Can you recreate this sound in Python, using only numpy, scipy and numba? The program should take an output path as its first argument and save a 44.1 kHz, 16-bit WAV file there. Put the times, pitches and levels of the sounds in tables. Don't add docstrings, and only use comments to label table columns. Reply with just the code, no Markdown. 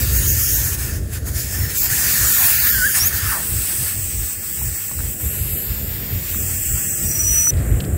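import sys
import numpy as np
from scipy import signal
from scipy.fft import rfft, irfft
from scipy.io import wavfile
from scipy.ndimage import uniform_filter1d
from numba import njit

SR = 44100
rng = np.random.default_rng(int(sys.argv[2]) if len(sys.argv) > 2 else 0)


def boost(x):
    u = np.asarray(x, float) / 20
    return 10 ** u


def master_out(mix):
    frames = np.transpose(np.atleast_2d(mix))
    ceiling = np.clip(frames, -1, 1)
    pcm = np.round(ceiling * 32767).astype(np.int16)
    wavfile.write(sys.argv[1], SR, pcm)


N = 351477

# t/s, change of flow/dB, length/s
FLOW_CHANGES = [(.02, 1, 0.027), (.74, 2.5, 0.029), (.77, -5, .03), (1.055, -11, 0.14), (1.14, 3, 0.043),
                (1.225, -13.5, 0.077), (1.32, -6.5, 0.055), (1.39, 3.5, .07), (1.48, -1.5, .06),
                (1.55, 2, 0.046), (1.68, -3.5, 0.032), (1.735, -3, 0.029), (1.885, -5.5, .03),
                (2.97, 6.5, .05), (3.11, -4, 0.045), (3.84, 0.5, 0.094), (4.39, -3, 0.099),
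                (4.72, -2, 0.043), (4.93, -0.5, 0.073), (5.17, -4.5, 0.053), (6.24, -1.5, .08)]
FRAME = dict(window="cosine", nperseg=2048, noverlap=1024)


def leak():
    # t/s, flow/dB, jet speed as extra treble/dB, stem mode f/Hz, top mode f/Hz
    leak_path = [
        (0, -36.5, 12.5, 8040, 14700),
        (.55, -37, 16, 6550, 14100),
        (.78, -38, 10.5, 8160, 14500),
        (1.0, -43.5, 8.5, 7760, 14300),
        (1.65, -39, 12.5, 7440, 14840),
        (1.95, -31, 12, 7450, 14900),
        (2.35, -27.5, 14, 7640, 14420),
        (2.75, -32.5, 16.5, 8030, 14000),
        (3.45, -36, 12.5, 8300, 14400),
    ]
    # t/s, change of treble/dB, length/s
    twist_spurts = [
        (.16, 5.5, .07),
        (.3, 5.5, .06),
        (.42, 3.5, .06),
        (.54, 4, .1),
        (1.62, 2, 0.076),
        (1.81, 7.5, .12),
        (2.97, -5.5, .06),
        (3.075, 4.5, 0.027),
        (3.17, 2.5, .06),
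        (3.3, -2.5, .25),
    ]
    # t/s, stem left free to ring/dB, hollow of the palms/dB
    hand_grip = [
        (0, -1, -2),
        (.7, 1, 0),
        (.9, 2, 0.5),
        (1.5, 0, 0.5),
        (2.05, 1.5, 1),
        (2.6, -3, 0),
        (2.85, 0, 2.5),
        (3.3, 0, 1),
    ]
    # f/Hz, level per Hz/dB
    leak_tilt = [(290, -48), (500, -14), (1150, -11.5), (1410, -6), (1540, -5.5), (2370, -13.5),
                 (3930, -16.5), (6510, -10), (9340, -9), (13800, 11.5), (15700, 10.5)]
    # f/Hz, width/Hz, level/dB
    leak_modes = [(1790, 240, 9.5), (5840, 230, 0), (6630, 790, 3.5), (13340, 790, 0.5), (15880, 660, 5.5)]
    # f/Hz, width/Hz, level against the jet top/dB, from t/s, to t/s
    deep_modes = [(5580, 300, -17, 0.12, .76), (6490, 370, -14, .12, 0.91), (13700, 900, -7, .28, .7),
                  (5400, 350, -11, 1.47, 1.72), (6770, 750, -17, 2.0, 2.3), (8200, 1100, -3.5, 2.95, 3.0)]

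    flow, speed, stem_hz, top_hz = curves(leak_path)
    flow = flow + moves(FLOW_CHANGES)
    speed = speed + moves(twist_spurts)
    free, hollow = curves(hand_grip)
    palms = hollow - 35 + .8 * (flow + 36)
    stem = flow + free + 8 + .25 * speed - 2 * (stem_hz / 1000 - 7.5)
    top = flow + speed
    levels = [palms, flow - .5, stem - 3, top - 3]
    noise = colour(leak_tilt, leak_modes)
    air = turbulent(noise, [650, 2400, 4900, 10200, 18000], levels, surge_db=1.26, flicker_db=0.95)
    air = stem_modes(air, stem_hz, top_hz, (1800., .8), (2200., .8))
    for hz, width, db, t0, t1 in deep_modes:
        singing = ring(np.full(N, 1. * hz), 1. * width)
        air = air + boost(top + db) * singing * gate(t0, t1, 0.25 * (t1 - t0), 0.032)
    return fingers(air, patchy_db=1.93, size=(30, 5))


def open_stem():
    # t/s, flow/dB, how strongly the stem mode rings/dB, stem mode f/Hz
    open_flow = [
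        (3.4, -28.5, -2, 8000),
        (3.9, -27, -2.5, 8200),
        (3.97, -29, 0.5, 8060),
        (5.1, -30, -1, 7770),
        (5.3, -29, -4, 7500),
        (6.1, -28.5, -9.5, 6870),
        (6.42, -27, -0.5, 7780),
        (6.9, -27, 1.5, 7740),
        (7.5, -26, 1, 8300),
    ]
    # t/s, top mode f/Hz, shadow on the middle treble/dB
    held_fingers = [
        (5.17, 14700, 0),
        (5.25, 12400, -0.5),
        (5.45, 11800, 1),
        (5.62, 12400, 1),
        (5.7, 13400, -9),
        (6.1, 14000, -12),
        (6.3, 14800, -1),
    ]
    # f/Hz, level per Hz/dB
    open_tilt = [(290, -48), (500, -20.5), (1070, -21), (1540, -19.5), (2550, -16.5), (3990, -17.5),
                 (5020, -14.5), (6800, -18), (7860, -10.5), (10800, -17), (14200, -7.5), (15700, -7.5)]
    jet_top_hz = 14950

    flow, ring_db, stem_hz = curves(open_flow)
    near_hz, shadow = curves(held_fingers)
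    top_hz = np.where(np.arange(N) / SR < held_fingers[0][0], jet_top_hz, near_hz)
    hands = gate(0, 3.92, .01, .06)
    rim = -10.5 + 2.5 * hands
    flank = -9 + shadow + 7.5 * hands
    air = jet(open_tilt, 1.3, flow + moves(FLOW_CHANGES), rim, flank, 3, stem_hz, top_hz, ring_db)
    dull = np.clip(.12 * (jet_top_hz - top_hz) / 1000, 0, .8)
    return shaded(air - dull * svf(air, np.full(N, 14400.), 2000.))


def late_jet():
    # f/Hz, level per Hz/dB
    late_tilt = [(600, -14), (1100, -12), (2000, -11), (3000, -19), (4300, -26), (6300, -25), (7500, -8),
                 (10100, -13), (10800, -24), (11900, -11), (12800, -16), (14300, -9), (15700, -11)]
    return jet(late_tilt, .1, flow_db=-40, rim_db=-4.5, flank_db=-6.5, top_db=3, stem_hz=7700, top_hz=13100)


def jet(tilt, top_gain, flow_db, rim_db, flank_db, top_db, stem_hz, top_hz, ring_db=0):
    # f/Hz, width/Hz, level/dB
    jet_modes = [(1754, 660, 5.5), (2630, 380, 3.5), (12110, 930, 6), (15680, 900, 4)]
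    rim, stem = flow_db + rim_db + 2.5, flow_db + ring_db - 5
    flank, top = flow_db + flank_db - 1.5, flow_db + top_db - 4
    noise = colour(tilt, jet_modes)
    air = turbulent(noise, [650, 6500, 9100, 11300, 18000], [rim, stem, flank, top], surge_db=0.26, flicker_db=1.13)
    air = stem_modes(air, stem_hz + np.zeros(N), top_hz + np.zeros(N), (900., 1.2), (2300., top_gain))
    return fingers(air, patchy_db=1.06, size=(36, 7))


def stem_modes(x, stem_hz, top_hz, stem, top):
    x = x + stem[1] * svf(x, stem_hz, stem[0])
    return x + top[1] * svf(x, top_hz, top[0])


def fingers(x, patchy_db, size):
    z = signal.stft(x, SR, **FRAME)[2]
    patches = uniform_filter1d(rng.standard_normal(z.shape), size[0], axis=0)
    patches = uniform_filter1d(patches, size[1], axis=1)
    return signal.istft(z * boost(patchy_db * patches / patches.std()), SR, **FRAME)[1][:N]


def shaded(x):
    # t/s, cancelled f/Hz, depth 0-1
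    hand_echo = [
        (4.4, 3700, .3),
        (5.0, 4000, .3),
        (5.3, 5300, .55),
        (5.6, 5850, .62),
        (6.0, 6150, .68),
        (6.3, 6200, .4),
        (6.4, 4000, .5),
        (7.4, 4100, .6),
    ]
    hz, depth = curves(hand_echo)
    return x - np.clip(depth, 0, 1) * gate(4.4, 7.5, .5, .01) * svf(x, hz, 2500.)


def edge_tones():
    # t/s, pitch f/Hz, level/dB, octave level/dB
    cup_tone = [
        (2.7, 1834, -34, -60),
        (2.75, 1583, -25, -50),
        (2.834, 1472, -20, -44),
        (2.87, 1748, -20, -40),
        (2.9, 1500, -29.5, -46),
        (2.908, 1650, -36, -55),
        (2.92, 1680, -30, -60),
    ]
    core_squeal = [
        (2.985, 5000, -40, -42),
        (3.005, 5450, -19, -29),
        (3.03, 5780, -17, -27),
        (3.055, 6300, -27, -22),
        (3.075, 6750, -24, -18),
        (3.088, 7000, -32, -32),
    ]
    stem_whistle = [
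        (7.04, 5830, -39, -60),
        (7.12, 5840, -26, -52),
        (7.22, 5865, -21, -45),
        (7.32, 5890, -18.5, -37),
        (7.41, 5900, -15.5, -34),
        (7.43, 5900, -18, -33),
        (7.485, 5925, -13, -33),
        (7.506, 5935, -16, -36),
    ]
    tones = edge_tone(cup_tone, waver_db=2.5, waver_hz=15.2, fade=.03, blur=41.0, blur_db=-34)
    tones = tones + edge_tone(core_squeal, waver_db=3, waver_hz=80, fade=.015, blur=320., blur_db=-24)
    return tones + edge_tone(stem_whistle, waver_db=2, waver_hz=14, fade=.002, blur=170., blur_db=-24)


def edge_tone(table, waver_db, waver_hz, fade, blur, blur_db):
    hz, *levels = curves(table)
    phase = 2 * np.pi * np.cumsum(hz + waver_hz * walk(150)) / SR
    tone = 0
    for harmonic, db in enumerate(levels, start=1):
        noisy = boost(db) / np.sqrt(1 + boost(db - blur_db) ** 2)
        locked = np.sqrt(2 * (boost(db) ** 2 - noisy ** 2)) * boost(waver_db * walk(60))
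        tone = tone + locked * np.sin(harmonic * phase)
        tone = tone + noisy * ring(harmonic * hz, harmonic * blur)
    return tone * gate(table[0][0], table[-1][0], 0.042, fade)


def pull():
    # t/s, f/Hz, level/dB
    falling_hollow = [
        (3.19, 1650, -42),
        (3.24, 1550, -30.5),
        (3.3, 1500, -28.5),
        (3.35, 1100, -29),
        (3.4, 700, -37),
        (3.45, 450, -44),
        (3.47, 400, -60),
    ]
    hz, db = curves(falling_hollow)
    return boost(db) * ring(hz, 900.) * gate(falling_hollow[0][0], falling_hollow[-1][0], 0.023, 0.018)


def ground_and_tools():
    # t/s, peak level/dB, ring f/Hz, time to fall by 60 dB/s
    gravel_ticks = [
        (4.616, -29, 918, 0.013),
        (4.914, -25, 910, .012),
        (4.991, -25, 1400, .012),
        (5.004, -22.5, 1400, .012),
        (6.346, -22, 1400, .012),
        (6.77, -29, 900, .012),
        (7.4715, -16.5, 1200, .012),
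    ]
    rim_clicks = [
        (7.5065, -26, 4000, .01),
        (7.538, -30, 3600, .012),
        (7.568, -35.5, 4300, .4),
        (7.8038, -18.5, 3700, .025),
        (7.8075, -23, 2500, .02),
        (7.839, -31, 3000, .04),
        (7.85, -27, 4800, .01),
    ]
    return ticks(gravel_ticks, spread=.75) + ticks(rim_clicks, spread=0.69)


def ticks(events, spread):
    out, t = np.zeros(N), np.arange(4096) / SR
    grits = rng.standard_normal((len(events), 4096))
    for (s, db, hz, t60), grit in zip(events, grits):
        grit[0] = 4.0
        knock = grit * np.exp(-np.log(1000) * t / max(t60, .003))
        for _ in range(2):
            knock = svf(knock, hz + 0 * t, spread * hz)
        i = int(s * SR)
        out[i:i + 4096] += boost(db) * knock / np.abs(knock).max()
    return out


def wind():
    # t/s, rumble level/dB, flutter level/dB
    steady_breeze = [
        (0, -22.5, -35),
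        (1.6, -25, -37.5),
        (1.75, -34, -37.5),
        (3.4, -36, -40),
        (4.4, -41.5, -43.5),
        (5.3, -35, -38.5),
        (7.49, -34, -38),
        (7.515, -25, -31),
    ]
    # t/s, peak level/dB, length/s
    gusts = [(0.197, -21.5, 0.15), (0.628, -20.5, 0.073), (1.0, -23, .1), (1.625, -23.5, 0.041),
             (1.92, -23.5, 0.039), (2.06, -29, 0.13), (2.225, -25, 0.059), (2.71, -28.5, 0.24),
             (3.044, -27.5, 0.05), (3.137, -22.5, 0.049), (3.258, -22.5, 0.075), (3.563, -24, .12),
             (3.824, -26.5, 0.07), (4.018, -26, 0.09), (4.2, -25.5, 0.11), (4.657, -22.5, 0.097),
             (5.033, -24, 0.094), (5.252, -24, 0.043), (5.424, -22.5, 0.1), (5.553, -26.5, 0.053),
             (5.71, -23, 0.065), (5.882, -27, 0.16), (6.15, -20, 0.046), (6.467, -24.5, 0.19),
             (6.73, -23.5, 0.071), (7.063, -20.5, 0.074), (7.29, -23, 0.18), (7.577, -14.5, 0.067),
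             (7.753, -14.5, 0.073), (7.955, -16, .1)]
    # f/Hz, level per Hz/dB
    wind_tilt = [(11, -47), (18, -16), (27, -31), (50, -1.5), (70, -1), (92, 1), (135, -9), (163, -17.5),
                 (197, -14), (226, -19), (378, -21.5), (668, -30), (1100, -23.5), (1430, -56), (2420, -120)]

    breeze, flutter = curves(steady_breeze)
    power = boost(breeze) ** 2
    for (_, peak_db, _), bump in zip(gusts, bumps(gusts, sharp=1.96)):
        power = power + boost(peak_db) ** 2 * bump
    rumble = 10 * np.log10(power)
    flutter = flutter + 0.13 * (rumble - breeze)
    noise = colour(wind_tilt, [(65, 21, 3.8)])
    return turbulent(noise, [12, 145, 720], [rumble, flutter], surge_db=1.48, flicker_db=1.5)


def turbulent(noise, edges_hz, levels_db, surge_db, flicker_db):
    surge = surge_db * walk(14)
    air = 0
    for lo, hi, db in zip(edges_hz, edges_hz[1:], levels_db):
        air = air + boost(db + surge + flicker_db * walk(20)) * part(noise, lo, hi)
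    return air


def colour(tilt, modes=()):
    hz = np.maximum(np.arange(N // 2 + 1) * SR / N, 1)
    tilt_hz, tilt_db = np.transpose(tilt)
    db = np.interp(np.log(hz), np.log(tilt_hz), tilt_db)
    for f, width, peak_db in modes:
        db = db + peak_db / (1 + (2 * (hz - f) / width) ** 2)
    return hz, boost(db) * rfft(rng.standard_normal(N))


def part(noise, lo_hz, hi_hz, soft=0.086):
    hz, spectrum = noise
    above_lo = .5 + .5 * np.tanh(np.log(hz / lo_hz) / soft)
    above_hi = .5 + .5 * np.tanh(np.log(hz / hi_hz) / soft)
    x = irfft(spectrum * np.sqrt(above_lo * (1 - above_hi)), N)
    return x / np.std(x)


def ring(hz, width):
    x = svf(svf(rng.standard_normal(N), hz, width), hz, width)
    return x / np.std(x)


@njit
def svf(x, hz, width):
    out, band, low = np.empty(len(x)), 0., 0.
    for i in range(len(x)):
        g, k = np.tan(np.pi * hz[i] / SR), width / hz[i]
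        v = (band + g * (x[i] - low)) / (1 + g * (g + k))
        band, low, out[i] = 2 * v - band, low + 2 * g * v, k * v
    return out


def curves(table):
    s, *columns = np.transpose(table)
    return [np.interp(np.arange(N) / SR, s, c) for c in columns]


def gate(t0, t1, fade0, fade1):
    t = np.arange(N) / SR
    return np.clip((t - t0) / fade0 + .5, 0, 1) * np.clip((t1 - t) / fade1 + .5, 0, 1)


def walk(rate):
    k = int(SR / rate)
    held = np.repeat(rng.standard_normal(N // k + 1), k)
    return 0.98 * uniform_filter1d(uniform_filter1d(held, k), k)[:N]


def bumps(events, sharp):
    t = np.arange(N) / SR
    return [np.exp(-np.abs(2 * (t - s) / max(length, .01)) ** sharp) for s, _, length in events]


def moves(events):
    return sum(e[1] * b for e, b in zip(events, bumps(events, sharp=4)))


def scene():
    core_out_s, change_s = 3.33, 7.507
    air = leak() * np.sqrt(gate(-1, core_out_s, .01, .24))
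    air = air + open_stem() * np.sqrt(gate(core_out_s, change_s, .24, .002))
    air = air + late_jet() * gate(change_s, 9, .002, .01)
    mono = air + edge_tones() + pull() + ground_and_tools() + wind()
    return np.array([mono, mono])


def thinned(x):
    top_hz = 15750
    hz, _, z = signal.stft(x, SR, **FRAME)
    treble = (hz > 6500) & (hz < top_hz)
    hiss = np.sqrt((np.abs(z[treble]) ** 2).mean(axis=0))
    mask_db = np.interp(hz, [200, 800, 3500, 7000, 10000], [-30, -9, -9, -9, -16])
    scatter = rng.standard_normal((129, z.shape[1]))
    scatter = np.repeat(scatter, 8, axis=0)[:len(hz)]
    step = hiss * (hiss / hiss.mean()) ** .3 * boost(mask_db[:, None] + 4 * scatter) + 1e-12
    size = np.floor(np.abs(z) / step + 0.43) * step
    z = size * np.exp(1j * np.angle(z)) * (hz < top_hz)[:, None]
    return signal.istft(z, SR, **FRAME)[1][:N]


def band_limit(x):
    return signal.sosfilt(signal.butter(12, 17090, fs=SR, output="sos"), x)


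def record(dry):
    mono = thinned(np.tanh(.6 * dry[0]) / .6)
    return band_limit(np.array([mono, mono]))


dry = scene()
out = record(dry)
master_out(out)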